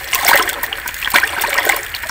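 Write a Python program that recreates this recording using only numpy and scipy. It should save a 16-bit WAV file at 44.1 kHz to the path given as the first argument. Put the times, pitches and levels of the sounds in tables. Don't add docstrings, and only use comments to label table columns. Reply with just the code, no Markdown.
import sys
import numpy as np
from scipy import signal
from scipy.fft import rfft, irfft
from scipy.io import wavfile
from scipy.ndimage import uniform_filter1d

SR = 44100
rng = np.random.default_rng(int(sys.argv[2]) if len(sys.argv) > 2 else 0)


def pcm_store(signal):
    levels = np.round(np.clip(np.atleast_2d(signal), -1, 1) * 32767)
    wavfile.write(sys.argv[1], SR, levels.astype(np.int16).T)


def decibels_to_gain(level_db):
    exponent = np.asarray(level_db, float) / 20
    return 10 ** exponent


N = 92610

# peak_s, level_db, brightness_db
SPRAY_HITS = [(0.136, -11.5, -20), (0.149, 0.5, 7), (0.25, -5.5, -13), (0.278, -1, 22), (0.286, 4.5, 24),
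              (0.296, -1, 26), (0.358, 1, 29), (0.426, -16.5, -28), (0.493, -4.5, 1), (0.634, -2.5, 19),
              (0.879, -9.5, -2), (1.105, -10.5, 11), (1.145, -10.5, -3), (1.166, -5, 20),
              (1.185, -16.5, -9), (1.201, -14, 1), (1.275, -21.5, -11), (1.416, -2.5, 43), (1.502, -13, 13),
              (1.653, -5.5, 16), (1.694, -5.5, -10), (1.766, -4.5, 11.5), (1.833, -18, -21),
              (1.951, -12.5, 9), (2.094, -19.5, -7)]


def evened(x):
    return x / np.sqrt(np.mean(x ** 2) + 1e-20)


def coloured(x, points):
    f, db = np.transpose(points)
    hz = np.fft.rfftfreq(len(x), 1 / SR)
    gain_db = np.interp(np.log(hz + 1), np.log(f + 1), db)
    return irfft(rfft(x) * decibels_to_gain(gain_db), len(x))


def flattened(x):
    spectrum = rfft(x)
    nearby_power = uniform_filter1d(abs(spectrum) ** 2, 800)
    return irfft(spectrum / np.sqrt(nearby_power + 1e-9), N)


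def add(mix, s, sound):
    part = mix[max(round(s * SR), 0):][:len(sound)]
    part += sound[:len(part)]


def listed():
    # peak_s, level_db, pitch_hz, cycles
    gulps = [
        (.4, -16, 420, 4.6),
        (1.668, -14, 432, 3.3),
    ]
    # peak_s, level_db, pitch_hz, cycles
    pockets = [(0.022, -31, 1050, 3.6), (0.176, -23.5, 700, 10), (0.233, -11, 810, 10),
               (0.259, -12.5, 687, 10), (0.294, -1.5, 870, 3.5), (0.315, -3.5, 913, 6.8),
               (0.348, -8.5, 542, 6.1), (0.358, -12, 786, 6.7), (0.379, -18.5, 780, 4.8),
               (0.465, -25, 870, 6.6), (0.633, -20.5, 950, 5.3), (0.86, -19, 947, 6.8),
               (0.892, -21, 980, 6), (1.079, -21, 960, 5.8), (1.141, -2.5, 1019, 4.6),
               (1.161, -25.5, 375, 5.56), (1.29, -26, 724, 5.1), (1.336, -15.5, 1000, 7),
               (1.378, -17.5, 900, 11), (1.442, -12.5, 895, 9), (1.484, -15.5, 578, 6.7),
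               (1.581, -29, 650, 9), (1.671, -13.5, 648, 7.1), (1.709, -16, 1187, 2.9),
               (2.036, -19, 922, 10), (2.058, -19.5, 643, 8)]
    # peak_s, level_db, pitch_hz, cycles
    middling = [(0.135, -6.5, 2110, 8), (0.19, -13.5, 1990, 9), (0.282, -0.5, 2160, 9),
                (0.333, 5.5, 1613, 5.3), (0.343, -5, 2025, 10), (0.406, -11, 1540, 5.4),
                (0.478, -7, 1786, 9), (0.64, -7.5, 1825, 7.6), (0.783, -16.5, 1505, 9),
                (0.862, -14, 1490, 7.1), (0.891, -11, 1810, 4.7), (1.076, -4, 1760, 4.3),
                (1.15, -2.5, 1470, 8.3), (1.158, 1, 1510, 9), (1.16, 7.5, 2240, 3),
                (1.165, -1.5, 1740, 3.3), (1.175, -6, 1900, 8.5), (1.186, 1.5, 2020, 2.5),
                (1.234, -8, 1550, 1.95), (1.239, -4.5, 1742, 14), (1.44, -8, 1745, 9.6),
                (1.532, -17.5, 1920, 3.4), (1.578, -7, 1830, 9), (1.585, -2.5, 1944, 8),
                (1.593, -20, 1830, 12), (1.692, -6, 1954, 6.6), (1.698, -2, 2020, 6.5),
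                (1.71, -16, 1940, 11), (2.036, -10, 1830, 9.4), (2.096, -11.5, 1430, 4.2)]
    # peak_s, level_db, pitch_hz
    beads = [(0.076, -13, 5900), (0.131, -5, 2820), (0.142, -7, 5900), (0.147, -8, 6020), (0.148, -6, 2630),
             (0.156, -3, 2570), (0.267, -2.5, 5200), (0.397, -6, 2970), (0.427, -6.5, 5350),
             (0.492, -6.5, 6650), (0.541, -10, 3480), (0.729, -8, 2940), (0.89, -10.5, 2530),
             (0.894, -18, 2880), (1.028, -7, 2550), (1.047, -9, 3210), (1.058, -6.5, 3270),
             (1.146, -8, 4200), (1.162, -2, 3460), (1.167, -9.5, 3000), (1.531, -5, 2220),
             (1.581, -11.5, 5130), (1.692, -4, 3500), (1.942, -12.5, 2850), (1.949, -11, 4280),
             (1.965, -14.5, 3800), (2.095, -12.5, 5530)]
    bead_cycles = 5.84
    return gulps + pockets + middling + [(*row, bead_cycles) for row in beads]


def bubble(hz, cycles, phase):
    glide = 0.005
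    turns = np.arange(round(5 * cycles / hz * SR)) / SR * hz
    u = turns / cycles
    swell = (u * np.exp(1 - u)) ** 2
    bend = glide * (turns - cycles) ** 2 / 2
    return swell * np.sin(2 * np.pi * (turns + bend + phase))


def bubbles():
    ring_share, level_db, roughness = 0.55, -2.5, 0.55
    out, rows = np.zeros(N), listed()
    churn = rng.standard_normal(N)
    for (s, db, hz, cycles), phase in zip(rows, rng.random(len(rows))):
        ring = bubble(hz, ring_share * cycles, phase)
        nearby = churn[round(s * SR / 2):][:len(ring)]
        shake = evened(uniform_filter1d(nearby, round(2 * SR / hz)))
        start_s = s - ring_share * cycles / hz
        add(out, start_s, decibels_to_gain(db + level_db) * ring * (1 + roughness * shake))
    return out


def stir(axis):
    # time_s, stirring_db, foam_db, slosh_db
    strokes = np.transpose([(0, -18, -25.5, -35), (0.068, -58, -32, -39), (.2, -15, -23.5, -39.5),
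                            (0.389, -6.5, -23.5, -28), (.47, -19.5, -32.5, -27), (.82, -41, -33, -38.5),
                            (1.0, -39, -28.5, -70), (1.17, -18.5, -31.5, -36), (1.45, -15, -29, -31),
                            (1.732, -11.5, -26.5, -25), (1.88, -38.5, -34, -42), (2.1, -49, -31.5, -63)])
    return decibels_to_gain(np.interp(np.arange(N) / SR, strokes[0], strokes[axis]))


def wake(rows, wake_s, lead):
    power = np.zeros(N)
    u = np.arange(round(8 * wake_s * SR)) / SR / wake_s
    for row in rows:
        add(power, row[0] - lead * wake_s, decibels_to_gain(row[1]) ** 2 * u * np.exp(1 - 2 * u))
    return np.sqrt(power)


def sparse(per_s, spread_db):
    u = rng.random((N, 3))
    happens = u[:, 0] < per_s / SR
    size = decibels_to_gain(spread_db * np.minimum(-np.log(u[:, 1]), 4))
    return happens * size * np.sign(u[:, 2] - .5)


def swarm():
    # pitch_hz, level_db
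    balance = [(120, -60), (200, -29.5), (447, -5.5), (872, -3), (1170, -5), (1780, 0), (7000, -27.5),
               (9100, -15), (15400, -120)]
    births = sparse(per_s=2200, spread_db=5)
    size = rng.integers(0, 36, N)
    out = np.zeros(N)
    for k, hz in enumerate(np.geomspace(250, 7000, 36)):
        ring = bubble(hz, 3.65 * rng.uniform(0.44, 1.63), 0)
        out += signal.oaconvolve(births * (size == k), ring * hz / np.linalg.norm(ring) ** .5)[:N]
    every = evened(coloured(flattened(out), balance))
    gurgle_filter = signal.butter(2, 810, fs=SR, output="sos")
    large = signal.sosfiltfilt(gurgle_filter, every)
    splash = decibels_to_gain(-17) * wake(listed(), wake_s=0.0056, lead=0.9)
    small_level = decibels_to_gain(-9.5) * stir(axis=1) + splash
    large_level = stir(axis=3) + decibels_to_gain(-27.5) * splash
    return small_level * evened(every - large) + large_level * evened(large)


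def foam():
    # pitch_hz, level_db
    balance = [(2060, 6), (3500, 7), (6320, -1.5), (8100, 5), (10900, -3), (14900, 7), (16000, 4)]
    pops = np.zeros(N)
    for hz in np.geomspace(4500, 15500, 10):
        tick = evened(bubble(hz, 7.0, 0)) * hz ** .5
        pops += signal.oaconvolve(sparse(per_s=110, spread_db=9), tick)[:N]
    drops = abs(sparse(per_s=70, spread_db=4.8))
    flicker = 1 + 1.08 * evened(signal.oaconvolve(drops, np.hanning(150), "same"))
    fizz = evened(flattened(pops)) + decibels_to_gain(1.5) * flicker * rng.standard_normal(N)
    dull = [(balance[0][0] / 2, balance[0][1] - 30)]
    level = decibels_to_gain(-1) * stir(axis=2) + decibels_to_gain(-14.5) * wake(SPRAY_HITS, wake_s=0.0077, lead=0.39)
    return level * evened(coloured(fizz, dull + balance))


def spray():
    rise_s, fall_s, level_db = 0.0018, 0.00065, -12.5
    out, t = np.zeros(N), np.arange(-200, 600) / SR
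    shape = np.where(t < 0, np.exp(t / rise_s), np.exp(-t / fall_s))
    for s, db, bright_db in SPRAY_HITS:
        noise = rng.standard_normal(800)
        colour = [(1500, -26), (5000, -12), (8050, 0), (10500, bright_db / 2 - 5.5), (14600, bright_db)]
        add(out, s + t[0], decibels_to_gain(db + level_db) * evened(shape * coloured(noise, colour)))
    return out


def bucket(x):
    fade_s = 0.041
    echoes = np.zeros(6000)
    at = np.arange(40, 5960, 30) + rng.integers(0, 30, 198)
    echoes[at] = rng.choice([-1., 1.], 198) * decibels_to_gain(-60 * at / SR / fade_s)
    return x + decibels_to_gain(-6) * signal.oaconvolve(x, echoes / np.linalg.norm(echoes))[:N]


def room():
    # pitch_hz, level_db
    hum = [(15, -30), (25, 1), (78, -1), (200, -19), (1130, -11.5), (1770, 3), (2500, -7.5), (3250, -21),
           (5500, -120)]
    return decibels_to_gain(-29.5) * evened(coloured(rng.standard_normal(N), hum))


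def scene():
    water = bubbles() + swarm() + foam()
    return (bucket(water) + spray() + room())[None]


def roll_off(x):
    return signal.sosfilt(signal.butter(12, 16460, fs=SR, output="sos"), x)


def record(dry):
    hot = np.clip(dry, -1, 1)
    low_pass = signal.firwin(255, 15700, fs=SR)[None]
    return roll_off(signal.oaconvolve(hot, low_pass, "same"))


dry = scene()
out = record(dry)
pcm_store(out)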